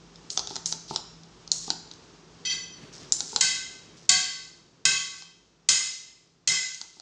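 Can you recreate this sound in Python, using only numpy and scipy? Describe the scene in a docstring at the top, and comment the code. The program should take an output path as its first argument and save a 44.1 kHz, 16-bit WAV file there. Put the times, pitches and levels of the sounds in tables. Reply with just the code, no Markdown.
"""A small hard-walled room: a pistol-grip vacuum pump close to the microphone draws air from plastic cups.
When the nozzle is pulled off a cup the piston snaps home: a noise crack, a thump and a spring ring of damped sines.
Each stroke clicks (short damped sines) and sends air through the valve (banded noise and a gliding whistle).
Gloves and cloth brush softly; a faint low hum wavers under the room's noise, and the walls add a dense echo."""
import sys
import numpy as np
from scipy import signal
from scipy.fft import rfft, irfft, next_fast_len
from scipy.io import wavfile
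from scipy.ndimage import uniform_filter1d

SR = 44100
rng = np.random.default_rng(int(sys.argv[2]) if len(sys.argv) > 2 else 0)


def digitize_waveform(pressure):
    """Quantize a signal to 16-bit integers and store it at the path in sys.argv[1].

    Rows of a 2-D input are taken as channels; values are limited to [-1, 1].
    """
    field = np.atleast_2d(pressure).T
    bounded = np.clip(field, -1, 1)
    quanta = np.round(bounded * 32767).astype(np.int16)
    wavfile.write(sys.argv[1], SR, quanta)


N = 309141
TIME = np.arange(N) / SR

# resonances of the return spring: (frequency [Hz], level when snapped [dB], level when nudged [dB])
SPRING_MODES = [(741, -21, -32), (1115, -12.5, -27.5), (1547, -4.5, -23.5), (1604, -10, -14.5),
                (2016, -2, -6), (2072, -2.5, -14.5), (2578, -2.5, -5), (3060, -18, -17), (3170, 2.5, 1.5),
                (3410, -8, -8), (3750, -10, -16.5), (3847, 0.5, -5.5), (4120, -3, -19.5), (4507, 1, 1),
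                (4574, -6, -8), (4846, -9.5, -9), (5050, -6, -13), (5163, 4, -7), (5340, -3, -26.5),
                (5905, 0.5, 2.5), (6410, -5.5, -20.5), (6680, 1, -16), (6830, -4.5, -13.5),
                (7170, -5, -14.5), (7350, -9, -28), (7320, -6.5, -19), (7930, -12.5, -24.5),
                (8200, -9.5, -32), (8370, -13, -31), (8860, -11.5, -25.5)]
# the coils' crowd of weak modes, as a noise spectrum: (frequency [Hz], relative level [dB])
COIL_SPECTRUM = [(100, -23), (400, -13.5), (600, -21.5), (800, -15.5), (1900, -5), (3000, 3), (4800, 4),
                 (7000, -3.5), (8500, -15.5), (10000, -9.5), (14000, -28.5)]
# modes of the grip's hollow housing: (frequency [Hz], relative level [dB], t60 [s])
HOUSING_MODES = [(226, -9.5, 0.022), (380.4, -9, 0.031), (597, -10, 0.013), (852, 3.5, 0.016),
                 (1326, 0.5, 0.014), (1930, -4.5, .007)]
# the handle is squeezed: (first click [s], its level [dB], its brightest frequency [Hz], travel to the stop [s],
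# click at the stop [dB], air [dB], length of the hiss [s], highest whistle [Hz])
SQUEEZES = [(.3030, -15.5, 5200, 0.072, -5, -40.5, 0.094, 9100),
            (.6590, -9, 6200, .066, -11.5, -35, 0.088, 10740),
            (1.5169, -3, 5780, 0.072, -43, -37, .18, 10640),
            (3.1224, -2, 6740, .083, -13, -35, 0.36, 10430),
            (6.7457, -23.5, 7060, .0684, -22, -53, 0.18, 9000)]
# the handle is let go and swings back: (landing [s], its click [dB], swing [s], piston's knock [dB],
# air [dB], highest whistle [Hz])
RETURNS = [(0.5641, -14.5, 0.057, -29.5, -42.5, 5570), (0.9606, -8, .051, -20, -40.5, 9000),
           (1.7035, -7, 0.024, -28.5, -46.5, 4800), (3.3616, -5, 0.032, -32, -45, 8970),
           (5.2227, -28, .08, -52, -52, 9500), (6.9987, -30.5, 0.03, -48, -59, 8500)]
REBOUND_S = 0.0055  # from the first click of a squeeze to its one bounce


def undb(db):
    """Decibels to amplitude."""
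    return 10 ** (np.asarray(db) / 20)


def unit(x):
    """Scale to rms 1."""
    return x / np.sqrt(np.mean(x ** 2))


def fade(t, t60):
    """Exponential decay, 60 dB in t60."""
    return np.exp(-np.log(1000) * t / t60)


def colour(x, points):
    """Filter by (frequency [Hz], level [dB]) points joined on a log-frequency axis."""
    hz, db = np.transpose(points)
    size = next_fast_len(2 * len(x))
    f = np.maximum(np.arange(size // 2 + 1) * SR / size, 1)
    gain = undb(np.interp(np.log(f), np.log(hz), db))
    return irfft(rfft(x, size) * gain, size)[:len(x)]


def noise(points, count):
    """Coloured noise of rms 1."""
    return unit(colour(rng.standard_normal(count), points))


def walk(rate):
    """A smooth random wander of rms near 1, with a new target rate times a second."""
    k = int(SR / rate)
    steps = np.repeat(rng.standard_normal(N // k + 1), k)
    return unit(uniform_filter1d(steps, k)[:N])


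def add(out, s, x):
    """Mix x into out from time s on."""
    i = max(int(s * SR), 0)
    out[i:i + len(x)] += x[:max(N - i, 0)]


def ring(modes, t, detune):
    """Damped sines (frequency [Hz], level [dB], t60 [s]), a little different at every blow."""
    total = np.zeros(len(t))
    for hz, db, t60 in modes:
        struck_hz = hz * (1 + detune * rng.standard_normal())
        total += undb(db) * fade(t, t60) * np.sin(2 * np.pi * (struck_hz * t + rng.random()))
    return total


def snaps(spring_t60=0.59, coils_db=-11, coils_t60=0.75, crack_t60=0.029, crack_rise_s=0.002,
          rattle_db=-17, rattle_t60=0.074):
    """The piston slams home: a crack, a short rattle, a thump of the barrel and the long ring of the spring."""
    # (time [s], ring [dB], crack [dB], thump [dB], tilt [dB per octave],
    # most strongly struck resonance [Hz], its lift [dB])
    slams = [(3.409, -20.5, -7.5, -51.5, 0.7, 4550, 4), (4.0921, -18.5, -5.5, -42, -1, 4480, 6.5),
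             (4.8530, -20, -6.5, -45, 0, 2554, 8), (5.6879, -19.5, -6, -51, 5, 2280, 7),
             (6.4750, -21.5, -11, -45, 3, 1985, 7.5)]
    # the piston's crack: (frequency [Hz], relative level [dB])
    crack_spectrum = [(200, -26), (1000, -17), (2700, -6), (5000, 1), (7200, 6), (10000, -15), (14000, -29)]
    # the barrel's thump: (frequency [Hz], relative level [dB], t60 [s])
    thump_modes = [(85, -10, 0.28), (119, -5.5, 0.32), (165.4, 4, 0.3), (242, -6.5, 0.066),
                   (390.4, -6.5, .3)]
    out, t = np.zeros(N), TIME[:SR]
    hz, mode_db, _ = np.transpose(SPRING_MODES)
    rise = 1 - np.exp(-(t / crack_rise_s) ** 2)
    for s, ring_db, crack_db, thump_db, tilt_db, struck_hz, lift_db in slams:
        # how the spring is hit decides which resonances come out
        lift = lift_db * np.exp(-((hz - struck_hz) / 330) ** 2)
        levels_db = mode_db + tilt_db * np.log2(hz / 4000) + lift
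        coil = spring(levels_db, t, spring_t60)
        coil += undb(coils_db) * noise(COIL_SPECTRUM, SR) * fade(t, coils_t60)
        crack_decay = fade(t, crack_t60) + undb(rattle_db) * fade(t, rattle_t60)
        crack = noise(crack_spectrum, SR) * crack_decay
        thump = ring(thump_modes, t, detune=0.0083) * (1 - np.exp(-t / 0.0039))
        slam = undb(ring_db) * coil + undb(crack_db) * crack + undb(thump_db) * thump
        add(out, s - .001, rise * slam)  # the rise begins 1 ms ahead
    return out


def spring(levels_db, t, t60, split=.0065, side_db=-2):
    """Each resonance is a main coil mode between two weaker neighbours that beat with it; rms near 1 at the start."""
    hz = np.array(SPRING_MODES)[:, 0]
    cluster = [(1, 0), (1 - split, side_db), (1 + split, side_db)]  # (frequency ratio, level [dB])
    modes = [(f * ratio, db + less_db, t60) for f, db in zip(hz, levels_db) for ratio, less_db in cluster]
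    start_rms = np.sqrt(np.sum(undb(np.array(modes)[:, 1]) ** 2) / 2)
    return ring(modes, t, detune=.0025) / start_rms


def nudges(swell_s=0.0029, damped_t60=0.27, buzz_db=-13):
    """A light touch favours a few resonances; they swell softly and buzz against the housing."""
    # the spring is only nudged: (time [s], level [dB])
    touches = [(2.450, -25), (2.495, -27), (2.511, -25.5)]
    out, t = np.zeros(N), TIME[:SR]
    for s, db in touches:
        coil = spring(np.array(SPRING_MODES)[:, 2], t, damped_t60)
        buzz = undb(buzz_db) * noise(COIL_SPECTRUM, SR) * fade(t, damped_t60)
        add(out, s, undb(db) * (coil + buzz) * (1 - np.exp(-t / swell_s)))
    return out


def clicks(focus_db=16, rise_s=0.00032, chatter_db=-25, chatter_t60=0.12):
    """Plastic parts meet: the grip ticks, the housing knocks and the loose parts chatter briefly."""
    # modes of the plastic grip: (frequency [Hz], level before focus on the brightest [dB], t60 [s])
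    grip_modes = [(3500, -4, 0.0057), (3984, -6, 0.016), (4815, 0, 0.0056), (5500, -4.5, 0.0072),
                  (5760, 3, 0.0036), (6724, 1.5, 0.0066), (7830, -7, 0.0031)]
    out, t = np.zeros(N), TIME[:SR // 8]
    rise = 1 - np.exp(-(t / rise_s) ** 2)
    for s, db, bright_hz, housing_db in contacts():
        # modes lose focus_db for each octave away from the brightest frequency
        modes = [(hz, mode_db - focus_db * abs(np.log2(hz / bright_hz)), t60)
                 for hz, mode_db, t60 in grip_modes]
        tick = rise * ring(modes, t, detune=0.053)
        body = rise * ring(HOUSING_MODES, t, detune=0.056)
        chatter = rise * noise(valve_band(bright_hz), len(t)) * fade(t, chatter_t60)
        click = tick / abs(tick).max() + undb(housing_db) * body / abs(body).max()
        add(out, s, undb(db) * (click + undb(chatter_db) * chatter))
    return out


def contacts(press_housing_db=-37, rebound_db=-13):
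    """Every click as (time, level, brightest Hz, housing dB): a squeeze clicks, rebounds and stops; a return lands."""
    # small ticks: loose parts as the grip shifts, and at 0.39 s the first squeeze's stop bouncing back: (time
    # [s], peak of the tick [dB])
    loose_ticks = [(.158, -34), (0.3934, -11), (0.4728, -19.5), (.557, -19), (1.2346, -36), (1.4763, -28),
                   (1.9138, -27), (1.937, -37)]
    # how each kind of contact sounds: (brightest frequency [Hz], housing [dB])
    stop, landing, loose = (5000, -15.5), (4550, -14), (4650, -16.5)
    for s, db, bright_hz, travel_s, stop_db, *_ in SQUEEZES:
        # the first click barely reaches the housing
        yield s, db, bright_hz, press_housing_db
        yield s + REBOUND_S, db + rebound_db, bright_hz, press_housing_db
        yield s + travel_s, stop_db, *stop
    for s, db, *_ in RETURNS:
        yield s, db, *landing
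    for s, db in loose_ticks:
        yield s, db, *loose


def knocks(soft_hz=800):
    """The piston turns round at the start of each return; this soft blow favours the housing's low modes."""
    out, t = np.zeros(N), TIME[:SR // 8]
    modes = [(hz, db - 20 * np.log10(1 + (hz / soft_hz) ** 2), t60) for hz, db, t60 in HOUSING_MODES]
    for s, _, swing_s, db, *_ in RETURNS:
        knock = ring(modes, t, detune=0.052) * (1 - np.exp(-t / 0.0023))
        add(out, s - swing_s, undb(db) * knock / abs(knock).max())
    return out


def valve(flutter_db=1.5, grain_db=3, squeeze_hz=6100, leak_db_per_s=56.5, lead_s=.006,
          return_hz=4930, return_s=.085, return_swell_db=3.5, whistle_fall_s=.04, seating_hz=5300):
    """Air hisses through the valve in grainy spurts, and its gap whistles as the flow rises and falls."""
    # the nozzle slides onto a cup and air slips past it: (start [s], length [s], level before flutter [dB])
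    seatings = [(2.916, 0.29, -47), (3.964, 0.11, -55)]
    out = np.zeros(N)
    flutter = unit(undb(flutter_db * walk(160) + grain_db * walk(900)))
    for s, _, _, travel_s, _, db, length_s, top_hz in SQUEEZES:
        # the hiss starts just before the click and sinks as the pressure evens out
        add(out, s - lead_s, undb(db) * hiss(length_s, squeeze_hz, -leak_db_per_s * length_s))
        flow = np.sin(np.pi * progress(travel_s))
        add(out, s + REBOUND_S, undb(db) * whistle(flow, top_hz))
    for s, *_, db, top_hz in RETURNS:
        # the hiss swells as the handle speeds back; the whistle falls before the landing
        add(out, s - return_s, undb(db - return_swell_db) * hiss(return_s, return_hz, return_swell_db))
        flow = np.cos(np.pi / 2 * progress(whistle_fall_s))
        add(out, s - whistle_fall_s, undb(db) * whistle(flow, top_hz))
    for s, length_s, db in seatings:
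        add(out, s, undb(db) * hiss(length_s, seating_hz, -leak_db_per_s * length_s))
    return out * flutter


def hiss(length_s, hz, change_db):
    """A spurt of air round hz whose level changes by change_db along the way."""
    u = progress(length_s)
    return noise(valve_band(hz), len(u)) * undb(change_db * u) * signal.windows.tukey(len(u), .15)


def whistle(flow, top_hz, waver=.012, level_db=-9.5, low_share=.74):
    """The valve's gap sings higher the faster the air flows (flow 0-1); low_share of top_hz is the no-flow pitch."""
    hz = top_hz * (low_share + (1 - low_share) * flow) * (1 + waver * walk(400)[:len(flow)])
    tone = np.sin(2 * np.pi * np.cumsum(hz) / SR)
    return undb(level_db) * tone * signal.windows.tukey(len(flow), .4)


def valve_band(hz, low_db=-22, edge_db=-5, high_db=-22):
    """A broad hump round hz, as (frequency [Hz], level [dB]) points."""
    return [(hz / 2.45, low_db), (hz / 1.34, edge_db), (hz, 0), (hz * 1.17, edge_db / 2), (hz * 1.89, high_db)]


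def progress(length_s):
    """Runs from 0 to 1 in length_s, or in 10 ms if that is longer."""
    return np.linspace(0, 1, max(int(length_s * SR), SR // 100))


def rustles():
    """Soft, low brushing of gloves and cloth: noise whose level flickers."""
    # gloves and clothes brush as the hands move: (start [s], end [s], level before flicker [dB])
    brushes = [(2.72, 3.156, -50), (3.2, 3.4, -58), (3.769, 4.1, -56)]
    # (frequency [Hz], relative level [dB])
    cloth = [(50, -24.5), (130, -2), (350, -5), (700, -18), (1400, -18), (3000, -19.5), (8000, -32.5)]
    out = np.zeros(N)
    for start, end, db in brushes:
        count = max(int((end - start) * SR), SR // 100)
        add(out, start, undb(db) * noise(cloth, count) * signal.windows.tukey(count, .5))
    return out * undb(2.9 * walk(40))


def room(x, build_s=.005, count=24):
    """Hard walls: a dense tail that dies at its own rate in each band and keeps changing as the pump is moved about."""
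    # the room's decay: (frequency [Hz], t60 [s], reverberant level [dB])
    decay = [(150, 0.4, 1), (500, 0.3, 0.5), (1497, 0.54, -2), (3950, 0.7, -10), (6860, 0.6, -5),
             (10990, 0.17, -3.5)]
    t, (hz, t60, db) = TIME[:SR], np.transpose(decay)
    # eight seconds of noise, split into overlapping bands
    spectrum = rfft(rng.standard_normal(8 * SR))
    log_f = np.log(np.arange(4 * SR + 1) / 8 + 1)
    bands = np.array([irfft(spectrum * np.interp(log_f, np.log(hz), share)) for share in np.eye(len(decay))])
    envelopes = fade(t, t60[:, None]) * (1 - np.exp(-(t / build_s) ** 2))
    envelopes = envelopes * (undb(db) / np.linalg.norm(envelopes, axis=1))[:, None]
    # overlapping stretches of the sound each get a tail cut from another place in the noise
    out, hop = np.zeros(N + SR * 2), N // count + 1
    padded, blend = np.pad(x, (hop, 2 * hop)), signal.windows.cosine(2 * hop)
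    for k in range(count + 1):
        i = rng.integers(bands.shape[1] - SR)
        tail = np.sum(bands[:, i:i + SR] * envelopes, axis=0)
        echo = signal.fftconvolve(padded[k * hop:(k + 2) * hop] * blend, tail)
        out[k * hop:k * hop + len(echo)] += echo
    return out[hop:hop + N]


def background(hum_waver_db=3.0, hum_drift_hz=1.8):
    """Room noise and a low hum of sines wavering in level and pitch; both grow fainter in the last seconds."""
    # room noise spectrum: (frequency [Hz], relative level [dB])
    air_spectrum = [(20, -44), (33, -24.5), (48, -5.5), (70, -16), (130, -7.5), (229, -11.5), (420, -10),
                    (520, -18.5), (1170, -20), (2020, -27), (5520, -25), (6740, -28), (8240, -38),
                    (10100, -54.5), (12000, -49), (16000, -63.5)]
    # course of noise and hum together, before their trims: (time [s], level [dB])
    air_course = [(0, -51), (3.3, -51), (4.9, -60), (7, -65)]
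    # hum tones: (frequency before drift [Hz], level before waver and trim [dB])
    hum_tones = [(49.5, -16.5), (166.5, -3.5)]
    # course of the hum alone, before its trim: (time [s], level [dB])
    hum_course = [(0, .5), (1.8, 0.5), (2.2, -4), (7, -4)]
    hum = np.zeros(N)
    for hz, db in hum_tones:
        level = undb(db + hum_waver_db * walk(7.7)) * np.sqrt(2)
        phase = 2 * np.pi * np.cumsum(hz + hum_drift_hz * walk(8.8)) / SR
        hum += level * np.sin(phase)
    hum *= undb(np.interp(TIME, *np.transpose(hum_course)) - 2.0)
    air = noise(air_spectrum, N) * undb(0.69 * walk(6.0) - 1.5)
    return (air + hum) * undb(np.interp(TIME, *np.transpose(air_course)))


def scene(spring_wet_db=3.5, plastic_wet_db=-3):
    """The pump close by, its echo in the room, the brushing of cloth and the room's own noise."""
    steel = snaps() + nudges()
    plastic = clicks() + knocks() + valve()
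    echo = room(undb(spring_wet_db) * steel + undb(plastic_wet_db) * plastic)
    return (steel + plastic + echo + rustles() + background())[None]


def record(dry, top_hz=15800):
    """The microphone dulls the top, peaks beyond full scale clip, and the band ends at top_hz."""
    # the microphone's response: (frequency [Hz], level [dB])
    response = [(22, -22), (45, -2), (7500, 0.5), (9300, -7), (10500, -22), (11600, -34.5), (13000, -29.5),
                (14800, -17), (16000, -27.5)]
    dulled = np.clip(colour(dry[0], response), -1, 1)
    band_end = signal.ellip(8, .2, 70, top_hz, fs=SR, output="sos")
    return signal.sosfilt(band_end, dulled)[None]


dry = scene()
out = record(dry)
digitize_waveform(out)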